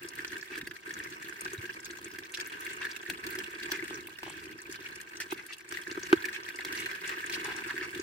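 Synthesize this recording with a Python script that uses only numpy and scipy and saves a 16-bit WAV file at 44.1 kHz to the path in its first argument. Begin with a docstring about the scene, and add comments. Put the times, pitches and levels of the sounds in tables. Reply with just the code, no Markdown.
"""A close, wet scrabble: live crawfish crawl over one another in a plastic bucket, heard in stereo from
just above the rim. Legs patter on the plastic and ring the air inside; claws tap and knock; wet shells
rub, crackle, tick, pop and scrape. The scrabble and the bucket's low rumble swell whenever an animal
heaves itself over the others. Now and then a body bumps the wall with a hollow note, once hard."""
import sys
import numpy as np
from scipy import signal
from scipy.fft import rfft, irfft
from scipy.io import wavfile
from scipy.ndimage import uniform_filter1d

SR = 44100
rng = np.random.default_rng(int(sys.argv[2]) if len(sys.argv) > 2 else 0)


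def inscribe(sig):
    """Save sig as 16-bit PCM at rate SR to the path in sys.argv[1].

    A 1-D sig is mono; a 2-D sig holds one channel per row.
    Samples are clipped to [-1, 1] before scaling.
    """
    pcm = np.round(np.clip(np.atleast_2d(sig).T, -1, 1) * 32767)
    wavfile.write(sys.argv[1], SR, pcm.astype(np.int16))


N = 353682

# tone curves, each f/Hz, level/dB
HISS_EQ = [(18, -69), (30, -30), (86, -8), (227, -16), (355, 0), (600, -14.5), (1320, -6.5), (1590, -29),
           (2060, -35), (2680, -35), (3060, -11), (8300, -31.5), (16000, -37)]  # the faint bed
RUMBLE_EQ = [(12, -66), (20, -47), (54, -7.5), (108, -5.5), (227, -6.5), (280, -10.5), (360, -30),
             (620, -120)]  # the shifting bucket
SLAP_EQ = [(20, -22), (70, -8), (170, 5), (520, 3), (820, 1), (1200, 10), (2300, 6), (3500, 0),
           (7000, -11.5), (15000, -19)]  # shell slapping the wall
RUB_EQ = [(300, -22.5), (780, -30), (1250, -15.5), (1600, 4), (2100, -5.5), (2700, -7.5), (3300, -6),
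          (4500, -11), (8000, -38)]  # shell rubbing shell
CRACKLE_EQ = [(1200, -8.5), (2500, -3), (4300, 3), (6500, -2), (8400, -0.5), (9600, -7.5), (13000, -3),
              (16000, -7)]  # water films cracking
BUCKET_EQ = [(400, -2), (680, -1), (950, -1.5), (1370, -5.5), (1540, -0.5), (1800, 0.5), (2030, -2),
             (2300, 1), (2460, -3), (2620, 1), (2820, 0), (3120, -6.5), (3260, -1.5), (3600, -4),
             (4500, -0.5)]  # the bucket's colour, with dips near 1.4 and 3.1 kHz
# air modes; the crosswise part is in opposite phase left and right: f/Hz, t60/s, level/dB, crosswise/0-1
AIR_MODES = [(342, 0.052, 4.5, 0.17), (359.8, 0.055, 2.5, 0.15), (620, 0.026, -12, 0.43),
             (977, 0.023, 2, 0.74), (1271, 0.019, 6.5, 0.87), (1562.4, 0.045, -1.5, 0.24),
             (2245, 0.012, 6, 0.8), (2640, 0.016, -2.5, 0.42)]
# the scrabbling between heaves: t/s, level/dB
SCRABBLE = [(0, -48), (.8, -54.5), (1.45, -45.5), (2.1, -52), (2.85, -47.5), (3.6, -44), (4.1, -53),
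            (5.1, -52), (5.65, -54.5), (6.3, -46.5), (7.5, -41), (8.02, -55)]
# an animal heaves itself over the others: t/s, length/s, weight on the plastic/dB, shell rubbing/dB
BODY_HEAVES = [(0, 0.051, -51, -58), (0.144, 0.22, -49, -46.5), (0.498, 0.08, -47.5, -46),
               (.6, 0.093, -48, -73), (0.849, 0.28, -51.5, -47), (1.197, 0.092, -51.5, -48.5),
               (1.412, 0.36, -51.5, -50), (1.847, 0.38, -52, -52), (2.358, 0.12, -56, -44.5),
               (2.513, 0.39, -53.5, -45.5), (3.081, 0.05, -46, -98), (3.226, 0.19, -45, -45),
               (3.61, 0.36, -48.5, -45.5), (3.905, 0.19, -50, -71), (4.219, 0.34, -49, -51.5),
               (4.645, 0.37, -53, -50), (5.117, 0.29, -54, -51.5), (5.698, 0.091, -53, -44),
               (5.859, 0.31, -48.5, -46), (6.096, 0.23, -56, -45.5), (6.655, 0.18, -46, -43),
               (6.85, 0.28, -74, -47.5), (7.031, 0.088, -51, -42), (7.172, 0.055, -68, -46.5),
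               (7.307, 0.22, -47.5, -46), (7.549, 0.34, -49, -44), (7.925, 0.066, -46, -42)]
# the base flexes: t/s, level/dB, f/Hz
BASE_THUDS = [(0.629, -40, 252), (1.582, -35, 108), (3.09, -53, 83), (6.165, -42.5, 97)]
# a foot or a body bumps the plastic: t/s, level/dB, brightness/dB
WALL_BUMPS = [(.046, -39, -27), (.247, -41, -32), (.356, -42, -32), (.514, -40, -40), (.576, -40, -30),
              (.875, -40, -30), (1.058, -41, -26), (1.454, -33.5, -5), (1.534, -38.5, -23),
              (1.635, -40.5, -18), (2.062, -41.5, -28), (2.185, -42.5, -19), (2.551, -41, -30),
              (2.849, -39.5, -28), (3.102, -41, -31), (3.127, -43, -30), (3.27, -37, -25),
              (3.391, -40, -26), (3.658, -39, -33), (3.72, -32, -15.5), (3.828, -34, -26),
              (3.907, -35.5, -19), (3.986, -42, -16), (4.23, -36.5, -13), (4.262, -43, -10),
              (4.691, -38, -51), (5.323, -27.5, -16), (5.723, -34.5, -9.5), (5.878, -38, -22),
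              (5.913, -34.5, -22), (5.974, -27.5, -18), (6.113, -36, -25), (6.128, -9, -18),
              (6.28, -46, -28), (6.647, -37, -10), (7.245, -41, -24), (7.376, -38, -19), (7.48, -35.5, -24),
              (7.74, -38.5, -22), (7.813, -37.5, -28), (7.939, -37, -36), (7.958, -35, -30),
              (7.993, -31.5, -28)]
# a claw knocks on the plastic: t/s, level/dB, f/Hz
CLAW_KNOCKS = [(1.989, -42.5, 940), (3.699, -38.5, 920), (3.908, -35, 950), (4.086, -41.5, 1040),
               (4.231, -34.5, 860), (4.265, -36.5, 895), (4.279, -37, 810), (4.301, -39, 890),
               (5.323, -32, 920), (6.596, -39, 900), (7.366, -38, 1030), (7.451, -37, 1120)]
# a shell drags over shell or plastic: t/s, length/s, level/dB, f/Hz, crest position/0-1
SHELL_DRAGS = [(0.498, 0.076, -33, 1970, 0.65), (2.337, 0.022, -29, 3300, 0.3),
               (2.675, 0.076, -35.5, 2680, 0.46), (2.807, 0.071, -29.5, 1780, 0.1),
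               (3.624, 0.017, -32, 3400, 0.5), (3.701, 0.024, -32.5, 3530, 0.64),
               (3.726, 0.042, -29.5, 1850, 0.18), (4.23, 0.23, -38, 2520, 0.18),
               (4.256, 0.1, -49, 1000, 0.2), (4.752, 0.021, -38.5, 3200, 0.2),
               (4.844, 0.027, -31.5, 2000, 0.78), (5.199, 0.033, -29, 2150, 0.6),
               (5.2, 0.035, -33, 5030, 0.2), (5.299, 0.03, -29.5, 2840, 0.8),
               (5.318, 0.007, -39, 11500, 0.4), (5.358, 0.065, -34.5, 1870, 0.56),
               (5.485, 0.033, -34.5, 1980, 0.87), (5.517, 0.034, -33.5, 3130, 0.58),
               (5.721, 0.067, -36, 2600, 0.3), (6.323, 0.062, -31, 2320, 0.3),
               (6.763, 0.12, -30, 2600, 0.23), (6.753, 0.083, -40, 6500, 0),
               (6.891, 0.031, -32.5, 2030, 0.3), (7.025, 0.13, -30, 1780, 0.86),
               (7.32, .042, -25.5, 3330, 0.45), (7.436, .11, -34.5, 2850, 0.14),
               (7.44, 0.19, -33.5, 1150, 0.12), (7.672, 0.073, -30.5, 1530, 0.1),
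               (7.818, 0.048, -29, 1750, 0.26)]
# the sharpest ticks of wet joints: t/s, level/dB, f/Hz
JOINT_TICKS = [(0.0294, -43.5, 11700), (0.0745, -49, 4800), (0.086, -36.0, 7060), (0.1531, -43, 9850.0),
               (0.278, -39, 5300), (0.3807, -42.5, 7360), (0.4113, -39.5, 4890.0), (0.9387, -37.5, 5000),
               (0.9895, -40, 8800), (1.037, -39, 6600), (1.2806, -46, 12800), (1.2947, -42.5, 7700),
               (1.4085, -31.5, 8700), (1.4476, -37.0, 5400), (1.533, -38.5, 7600), (1.733, -45, 6200),
               (1.802, -42, 6600), (1.8458, -36.5, 5700), (1.909, -37, 4970), (1.9857, -43, 4970),
               (2.0439, -36, 7740), (2.2342, -39.5, 3920), (2.3196, -41, 7650), (2.3455, -32, 4430),
               (2.3716, -37.5, 4830), (2.399, -34, 4300), (2.4098, -33.5, 5300), (2.4595, -43, 5750.0),
               (2.472, -38.5, 13300), (2.6055, -37, 10200), (2.649, -38.5, 8950), (2.732, -39, 7700),
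               (2.9136, -34.5, 5300), (3.304, -39, 13500), (3.351, -41, 9300), (3.39, -45, 9600),
               (3.8401, -42.5, 8350), (3.942, -36.5, 5160), (4.0698, -38, 12600), (4.297, -39, 7500),
               (4.6176, -41.5, 8070.0), (4.713, -41.0, 6860), (4.724, -37, 6900), (4.957, -42, 7540.0),
               (5.012, -40, 7120.0), (5.1695, -37.5, 5500), (5.3078, -40.5, 5500), (5.3276, -36, 12800),
               (5.4641, -40.5, 8500), (5.5827, -45, 8350), (5.69, -39.5, 8000), (5.8143, -41, 7000),
               (5.8766, -43.5, 5520.0), (5.9124, -33.5, 3850), (5.9243, -42, 5900), (6.0316, -33, 4860),
               (6.0643, -43, 5800), (6.4332, -39.0, 4970), (6.5588, -38, 6050), (6.7744, -35, 4200),
               (6.8024, -39, 9250), (7.075, -33, 6100), (7.2617, -36, 7900), (7.4433, -34, 6300),
               (7.563, -36.5, 7000), (7.6736, -42, 8280.0), (7.9975, -36, 5560)]
# the loudest claw taps: t/s, level/dB, f/Hz, crack against tap/dB, left minus right/dB
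CLAW_TAPS = [(0.191, -27.5, 1740.0, -28, -4), (0.246, -27, 1730, -13, -3), (0.3296, -30, 1760, -16, -2),
             (0.3559, -32.5, 1690.0, -24, 0), (0.3668, -31.5, 1660, -21, 0), (0.4258, -33.5, 1700, -11, -4),
             (0.556, -33, 1630, -14, -7), (0.5765, -30.0, 1710.0, -9, -3), (0.612, -31.5, 1820, -11.5, -1),
             (0.6714, -30.5, 1880, -8.5, 0), (0.7108, -32.5, 1740, -15, -3), (0.7639, -38.0, 2000, -14, 2),
             (0.8662, -35.0, 1670.0, -22, 1), (0.9067, -29.5, 1770, -18, 2), (0.9663, -31.5, 1600, -23, 0),
             (1.0008, -28.5, 1760, -24, -1), (1.3237, -31.5, 1550, -32, -1), (1.4596, -25.5, 1580, -31, -4),
             (1.6934, -29.5, 1670, -34, -5), (1.854, -43.5, 2300, 7, 3), (2.1854, -32, 1700, -7, -4),
             (2.338, -34.5, 2630, -8, 1), (2.3993, -31, 2400, -6, 6), (2.5257, -43, 2180.0, -21, 2),
             (2.6647, -28, 2110, -14, 3), (2.8504, -24, 1730, -17, 0), (2.8673, -27.5, 1710, -24, -2),
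             (2.9624, -33.5, 2720, -4.5, -7), (3.0613, -32, 1760, -28, -3), (3.0983, -25.5, 2270, -3, 7),
             (3.1114, -37, 1730, -17, -9), (3.265, -32, 1700.0, -1.5, 3), (3.354, -30, 1770, -12, 5),
             (3.3863, -35.5, 1770, 5, -1), (3.4376, -37.5, 2770, -28, -6), (3.6283, -39, 2030, -18, -2),
             (3.7167, -23.5, 1680.0, -3, 3), (3.7916, -31, 2020, -23, 6), (3.8244, -30, 2120, -24, 0),
             (4.0711, -36.0, 2560, -15, -2), (4.1855, -33.5, 1670, -11, -2), (4.2304, -35.5, 2770, -10, -4),
             (5.2008, -28, 1900, -5.5, 2), (5.7219, -31, 1900, -5, 8), (5.7708, -28, 1930, -12, 9),
             (5.8695, -29.0, 1690, -24, -3), (5.9017, -38, 2750, -20, 6), (6.2414, -28.0, 1730, -24, -10),
             (6.2525, -26.5, 2230, -6.5, 7), (6.2846, -26.0, 1860, -17, 3), (6.361, -32, 1690, -27, -11),
             (6.4874, -30.5, 1920.0, -7, 6), (6.502, -33.0, 1670, -29, -3), (6.5876, -26.5, 2040, -19, 1),
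             (6.648, -30, 2200, -3, 0), (6.724, -30.5, 1590, -3.5, -4), (6.8587, -26.5, 2340, -11.5, -3),
             (6.9125, -31.5, 1940, -11, -1), (7.0922, -29, 1940.0, -8, 4), (7.2423, -36, 1630, -18, -13),
             (7.296, -27, 1650, -7, 1), (7.3372, -33, 2420, -18, 3), (7.4546, -33, 1870, -22, 2),
             (7.6451, -31, 1760.0, -20, 5), (7.7064, -25.5, 1710.0, -21, -3), (7.778, -24.5, 1750, -42, 0),
             (7.8104, -27.5, 1750, -25, 1), (7.9477, -37, 1980, -9, 3)]

HEAVE_ATTACK_S, HEAVE_RELEASE_S, HEAVE_SAG_DB_PER_S = 0.0096, 0.042, 1
RESTING_WEIGHT_DB = -11.5  # footfalls between heaves, against the scrabbling
RUMBLE_DB, RUMBLE_PER_WEIGHT = -62.5, 0.87  # base level; dB gained per dB of weight
CRACKLE_DB, CRACKLE_PER_RUB, CRACKLE_PER_WEIGHT = -54.5, 0.45, 0.13  # base level; dB gained per dB of each
TICK_PAN_SPREAD_DB = 4.5
AIR_DETUNE = 0.0046  # relative scatter of the modes from one contact to the next
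SOFT_BODY_HZ = 2300  # a body is too soft to ring the modes much above this
TOP_HZ = 16000


def amp(db):
    """Decibels to gain."""
    return 10 ** (np.asarray(db) / 20)


def unit(x):
    """Scale to rms 1."""
    return x / np.sqrt(np.mean(x ** 2) + 1e-20)


def convolve(x, response):
    """Pass x through a mono or stereo impulse response."""
    return signal.oaconvolve(np.atleast_2d(x), np.atleast_2d(response), axes=1)[:, :x.shape[-1]]


def colour(x, points, size=2048):
    """Minimum-phase EQ through points of f/Hz, level/dB."""
    hz, db = np.transpose(points)
    gain = amp(np.interp(np.log(np.fft.rfftfreq(size, 1 / SR) + 1), np.log(hz), db))
    fold = 1 + np.sign(size // 2 - np.arange(size))
    fold[0] = 1
    cepstrum = irfft(np.log(gain)) * fold
    return convolve(x, irfft(np.exp(rfft(cepstrum))))


def steady(x, span_s):
    """Ride the level towards rms 1 over span_s, leaving single grains standing."""
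    power = uniform_filter1d(np.mean(x ** 2, axis=0), max(int(span_s * SR), 2))
    return x / np.sqrt(np.abs(power) + np.mean(power) / 20)


def add(out, s, sound, db, pan_db=0):
    """Place a stereo sound at time s, levelled by its envelope peak; positive pan_db leans left."""
    part = out[:, max(round(s * SR), 0):][:, :sound.shape[1]]
    power = uniform_filter1d(np.mean(sound ** 2, axis=0), size=132, mode="constant")
    gain = amp(db + np.array([[pan_db], [-pan_db]]) / 2) / np.sqrt(2 * power.max())
    part += (gain * sound)[:, :part.shape[1]]


def ping(hz, cycles, size=1024):
    """A small contact: a sine that swells for the given cycles and dies again."""
    turns = np.asarray(hz)[..., None] * np.arange(size) / SR
    u = turns / cycles
    return np.sin(2 * np.pi * turns) * u * u * np.exp(2 - 2 * u)


def grains(count, length, hz, octaves, cycles, range_db, size=256):
    """A cloud of pings over length samples, scattered in pitch and strength."""
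    start = rng.integers(0, length, count)
    pitch = np.minimum(hz * 2 ** (octaves * rng.standard_normal(count)), TOP_HZ)
    strength = amp(-range_db * rng.random(count)) * pitch / hz * rng.choice([-1, 1], count)
    waves = strength[:, None] * ping(pitch, cycles, size)
    return np.bincount((start[:, None] + np.arange(size)).ravel(), waves.ravel(), length + size)[:length]


def background(weight_db):
    """The shifting bucket rumbles with the weight on it, over a faint, even hiss."""
    noise = rng.standard_normal(N) + 0.78 * rng.standard_normal((2, N))
    rumble_db = RUMBLE_DB + RUMBLE_PER_WEIGHT * (weight_db - weight_db.mean())
    rumble = amp(rumble_db) * unit(colour(noise, RUMBLE_EQ)) * amp([[-1], [1]])
    hiss = amp(-63) * unit(colour(rng.standard_normal((2, N)), HISS_EQ))
    return rumble + hiss


def room(bucket, t60=0.25):
    """The room's faint answer: a short, diffuse tail."""
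    t = np.arange(SR // 3) / SR
    tail = rng.standard_normal((2, len(t))) * amp(-60 * t / t60)
    return amp(-26) * convolve(bucket, tail / np.linalg.norm(tail[0]))


def walls(echo_db, t60=0.033, size=2600):
    """The paths from one spot in the heap to both microphones: direct, then dense wall reflections."""
    t = np.arange(size) / SR
    tail = rng.standard_normal((2, size)) * amp(-60 * t / t60) * (1 - np.exp(-t / .0012))
    paths = amp(echo_db) * tail / np.linalg.norm(tail[0])
    paths[[0, 1], rng.integers(0, 9, 2)] += 1  # the direct sound
    return paths


def air_ring(bright_db, vary_db, swell_cycles, soft_hz=TOP_HZ, size=5000):
    """The bucket's ring from one spot, which sets each mode's strength and its crosswise sign."""
    t = np.arange(size) / SR
    hz, t60, db, cross = np.transpose(AIR_MODES)[:, :, None]
    hz = hz * (1 + AIR_DETUNE * rng.uniform(-0.86, 1, hz.shape))
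    tilt = np.clip(np.log2(hz / hz[1]) / 2, 0, 1)
    level = amp(db + bright_db * tilt + vary_db * rng.standard_normal(hz.shape) - 60 * t / t60)
    level /= 1 + (hz / soft_hz) ** 6
    level *= 1 - np.exp(-(t * hz / swell_cycles) ** 2)  # a mode builds up over some round trips
    phase = 2 * np.pi * hz * t
    mid = np.sum((1 - cross) * level * -np.sin(phase), axis=0)
    side = np.sum(cross * rng.choice([-1, 1], hz.shape) * level * np.cos(phase), axis=0)
    return np.array([mid + side, mid - side])


def small_contacts(per_second, hz, octaves, cycles, range_db, spots=8):
    """Single contacts at random moments and spots in the heap, the strongest of peak 1."""
    each = max(int(per_second * N / SR / spots), 1)
    out = np.zeros((2, N))
    for _ in range(spots):
        out += convolve(grains(each, N, hz, octaves, cycles, range_db, size=600), walls(echo_db=6))
    return out / np.abs(out).max()


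def stray_clicks(rub_db):
    """Wet pops, dry ticks and fine sparks of the leg tips, stronger when the shells rub harder."""
    pops = amp(-34.5) * small_contacts(per_second=24, hz=2440, octaves=0.315, cycles=3.6, range_db=6.5)
    ticks = amp(-43.5) * small_contacts(per_second=23, hz=5470, octaves=0.21, cycles=2.4, range_db=22)
    sparks = amp(-52.5) * small_contacts(per_second=40, hz=12100, octaves=0.2, cycles=2.2, range_db=7)
    push_db = rub_db - rub_db.mean()
    return amp(0.37 * push_db) * (pops + ticks) + amp(0.21 * push_db) * sparks


def base_thuds():
    """The base flexes under the shifting load: soft, low and dead centre."""
    out = np.zeros((2, N))
    for s, db, hz in BASE_THUDS:
        add(out, s, np.tile(ping(hz, cycles=0.88, size=6000), (2, 1)), db)
    return out


def wall_bumps(slap_t60=0.036):
    """A body against the wall: the hollow ring of the bucket under a short slap of shell."""
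    out = np.zeros((2, N))
    for s, db, bright_db in WALL_BUMPS:
        ring = air_ring(bright_db + 13.5, vary_db=-0.5, swell_cycles=1.55, soft_hz=SOFT_BODY_HZ)
        t = np.arange(ring.shape[1]) / SR
        noise = rng.standard_normal(len(t)) + .6 * rng.standard_normal(ring.shape)
        slap = colour(noise * amp(-60 * t / slap_t60), SLAP_EQ)
        add(out, s, ring + amp(bright_db + 6) * slap, db + 1.8)
    return out


def claw_knocks():
    """A claw on the plastic: a woody note of a few cycles with little echo."""
    out = np.zeros((2, N))
    for s, db, hz in CLAW_KNOCKS:
        add(out, s, convolve(ping(hz, cycles=1.05, size=2600), walls(echo_db=-9)), db - 3)
    return out


def shell_scrapes():
    """A drag is a run of pitched slips with grit on top; it crests, then fades as the shell settles."""
    out = np.zeros((2, N))
    for s, length, db, hz, crest in SHELL_DRAGS:
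        size = int(length * SR)
        pressure = np.interp(np.arange(size) / size, [0, np.clip(crest, .05, .95), 1], [.25, 1, .12])
        slips = grains(int(1200 * length) + 1, size, hz, octaves=0.29, cycles=1.3, range_db=16, size=400)
        grit = grains(int(1400 * length) + 1, size, 2.34 * hz, octaves=0.38, cycles=0.74, range_db=2)
        drag = np.pad(pressure * (slips + amp(-11.5) * grit), (0, SR // 20))
        add(out, s, convolve(drag, walls(echo_db=1)), db - 1.5)
    return out


def joint_ticks(swell_s=0.0011, size=500):
    """A wet joint gives way in a quick cluster of tiny, bright snaps around one pitch."""
    out = np.zeros((2, N))
    u = np.arange(size) / SR / swell_s
    for s, db, hz in JOINT_TICKS:
        snaps = grains(60, size, hz, octaves=0.26, cycles=1.4, range_db=8, size=128)
        crunch = np.pad(snaps * u * u * np.exp(-2 * u), (0, SR // 20))
        tick = convolve(crunch, walls(echo_db=-1))
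        add(out, s, tick, db + 0.26, TICK_PAN_SPREAD_DB * rng.standard_normal())
    return out


def slip(swell_s, eq, size=2600):
    """A shell slips off its hold: a noise burst of peak 1 that swells and dies within milliseconds."""
    u = np.arange(size) / SR / swell_s
    burst = colour(rng.standard_normal(size) * u * u * np.exp(-2 * u), eq)[0]
    return burst / np.abs(burst).max()


def claw_taps():
    """Claws tap plastic and shell, from clean to raspy, with a crack on top and a stir of the air."""
    out = np.zeros((2, N))
    for s, db, hz, crack_db, pan_db in CLAW_TAPS:
        note = ping(hz, cycles=rng.uniform(1.96, 3.4), size=2600)
        overtone = 0.25 * ping(hz * rng.uniform(1.225, 1.8), cycles=3.1, size=2600)
        rasp = 1.65 * amp(crack_db / 2) * slip(0.0018, RUB_EQ)  # a harder crack, a less pitched tap
        crack = slip(0.0019, CRACKLE_EQ)
        paths = walls(echo_db=-2)
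        add(out, s, convolve(note + overtone + rasp, paths), db - .3, pan_db)
        add(out, s, convolve(crack, paths), db + crack_db + .8)
        add(out, s, air_ring(bright_db=-3, vary_db=3, swell_cycles=1.5), db - 18)
    return out


def effort():
    """Weight on the plastic and shell rubbing, in dB: each heave sets in quickly, tires and lets go."""
    t = np.arange(N) / SR
    scrabble_db = np.interp(t, *np.transpose(SCRABBLE))
    power = amp([scrabble_db + RESTING_WEIGHT_DB, scrabble_db]) ** 2
    for s, length, weight_db, rub_db in BODY_HEAVES:
        age = np.maximum(t - s, 0)
        attack = np.minimum(age / HEAVE_ATTACK_S, 1)
        sag = amp(-HEAVE_SAG_DB_PER_S * age)
        release = np.exp(-np.maximum(age - length, 0) / HEAVE_RELEASE_S)
        power += (amp([[weight_db], [rub_db]]) * attack * sag * release) ** 2
    return 10 * np.log10(power)


def patter(bright_db, range_db, steps, spots=8):
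    """Legs step at several spots on the plastic, each ringing the bucket in its own way."""
    out = np.zeros((2, N))
    for _ in range(spots):
        starts = rng.integers(0, N, steps)
        force = amp(-range_db * rng.random(steps)) * rng.choice([-1, 1], steps)
        out += convolve(np.bincount(starts, force, N), air_ring(bright_db, vary_db=2, swell_cycles=1.3))
    return out


def footfalls(weight_db, rub_db):
    """Dull steps follow the weight, bright ones the rubbing; both sit a little to the right."""
    dull = steady(patter(bright_db=-14, range_db=19, steps=150), span_s=0.147)
    bright = patter(bright_db=-0.5, range_db=9.5, steps=220)
    bright = steady(colour(bright, [(300, -17.5), (700, -3.5), (950, -5)]), span_s=0.22)
    return (amp(weight_db - 2.5) * dull + amp(rub_db - 2) * bright) * amp([[-.8], [.8]])


def strokes(per_second, width_s):
    """Legs move in fits: brief pushes of uneven force."""
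    count = int(per_second * N / SR)
    force = np.bincount(rng.integers(0, N, count), rng.random(count), N)
    u = (np.arange(SR // 20) - SR // 40) / SR / width_s
    return convolve(force, np.exp(-u * u))[0]


def wet_rubbing(weight_db, rub_db, spots=8):
    """The restless heap: each stroke of a leg both rubs shell and cracks water films."""
    drag = 0.087 * amp(rub_db - np.median(rub_db))  # the busier the heap, the more the strokes run together
    rub, crackle = np.zeros((2, 2, N))
    for _ in range(spots):
        force = drag + strokes(per_second=24, width_s=0.0027)
        paths = walls(echo_db=-1)
        shell = grains(4500, N, hz=2175, octaves=0.53, cycles=1.17, range_db=13)
        films = grains(12000, N, hz=7420, octaves=0.726, cycles=1.6, range_db=14, size=120)
        rub += convolve(force * shell, paths)
        crackle += convolve(force * films, paths)
    crackle_db = CRACKLE_DB + CRACKLE_PER_RUB * (rub_db - rub_db.mean())
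    crackle_db += CRACKLE_PER_WEIGHT * (weight_db - weight_db.mean())
    rub = amp(rub_db) * steady(colour(rub, RUB_EQ), span_s=0.223)
    crackle = amp(crackle_db) * steady(colour(crackle, CRACKLE_EQ), span_s=0.2)
    return rub + crackle * amp([[.6], [-.6]])


def scene():
    """The mix: shells coloured by the bucket, hits on the plastic, a touch of room and the low bed."""
    weight_db, rub_db = effort()
    contacts = stray_clicks(rub_db) + claw_taps() + joint_ticks() + shell_scrapes()
    steps = footfalls(weight_db, rub_db)
    shells = colour(contacts + wet_rubbing(weight_db, rub_db), BUCKET_EQ)
    bucket = steps + shells + claw_knocks() + wall_bumps() + base_thuds()
    return bucket + room(bucket) + background(weight_db)


def record(dry):
    """A brick-wall high cut at TOP_HZ."""
    return irfft(rfft(dry) * (np.fft.rfftfreq(N, 1 / SR) < TOP_HZ), N)


dry = scene()
out = record(dry)
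inscribe(out)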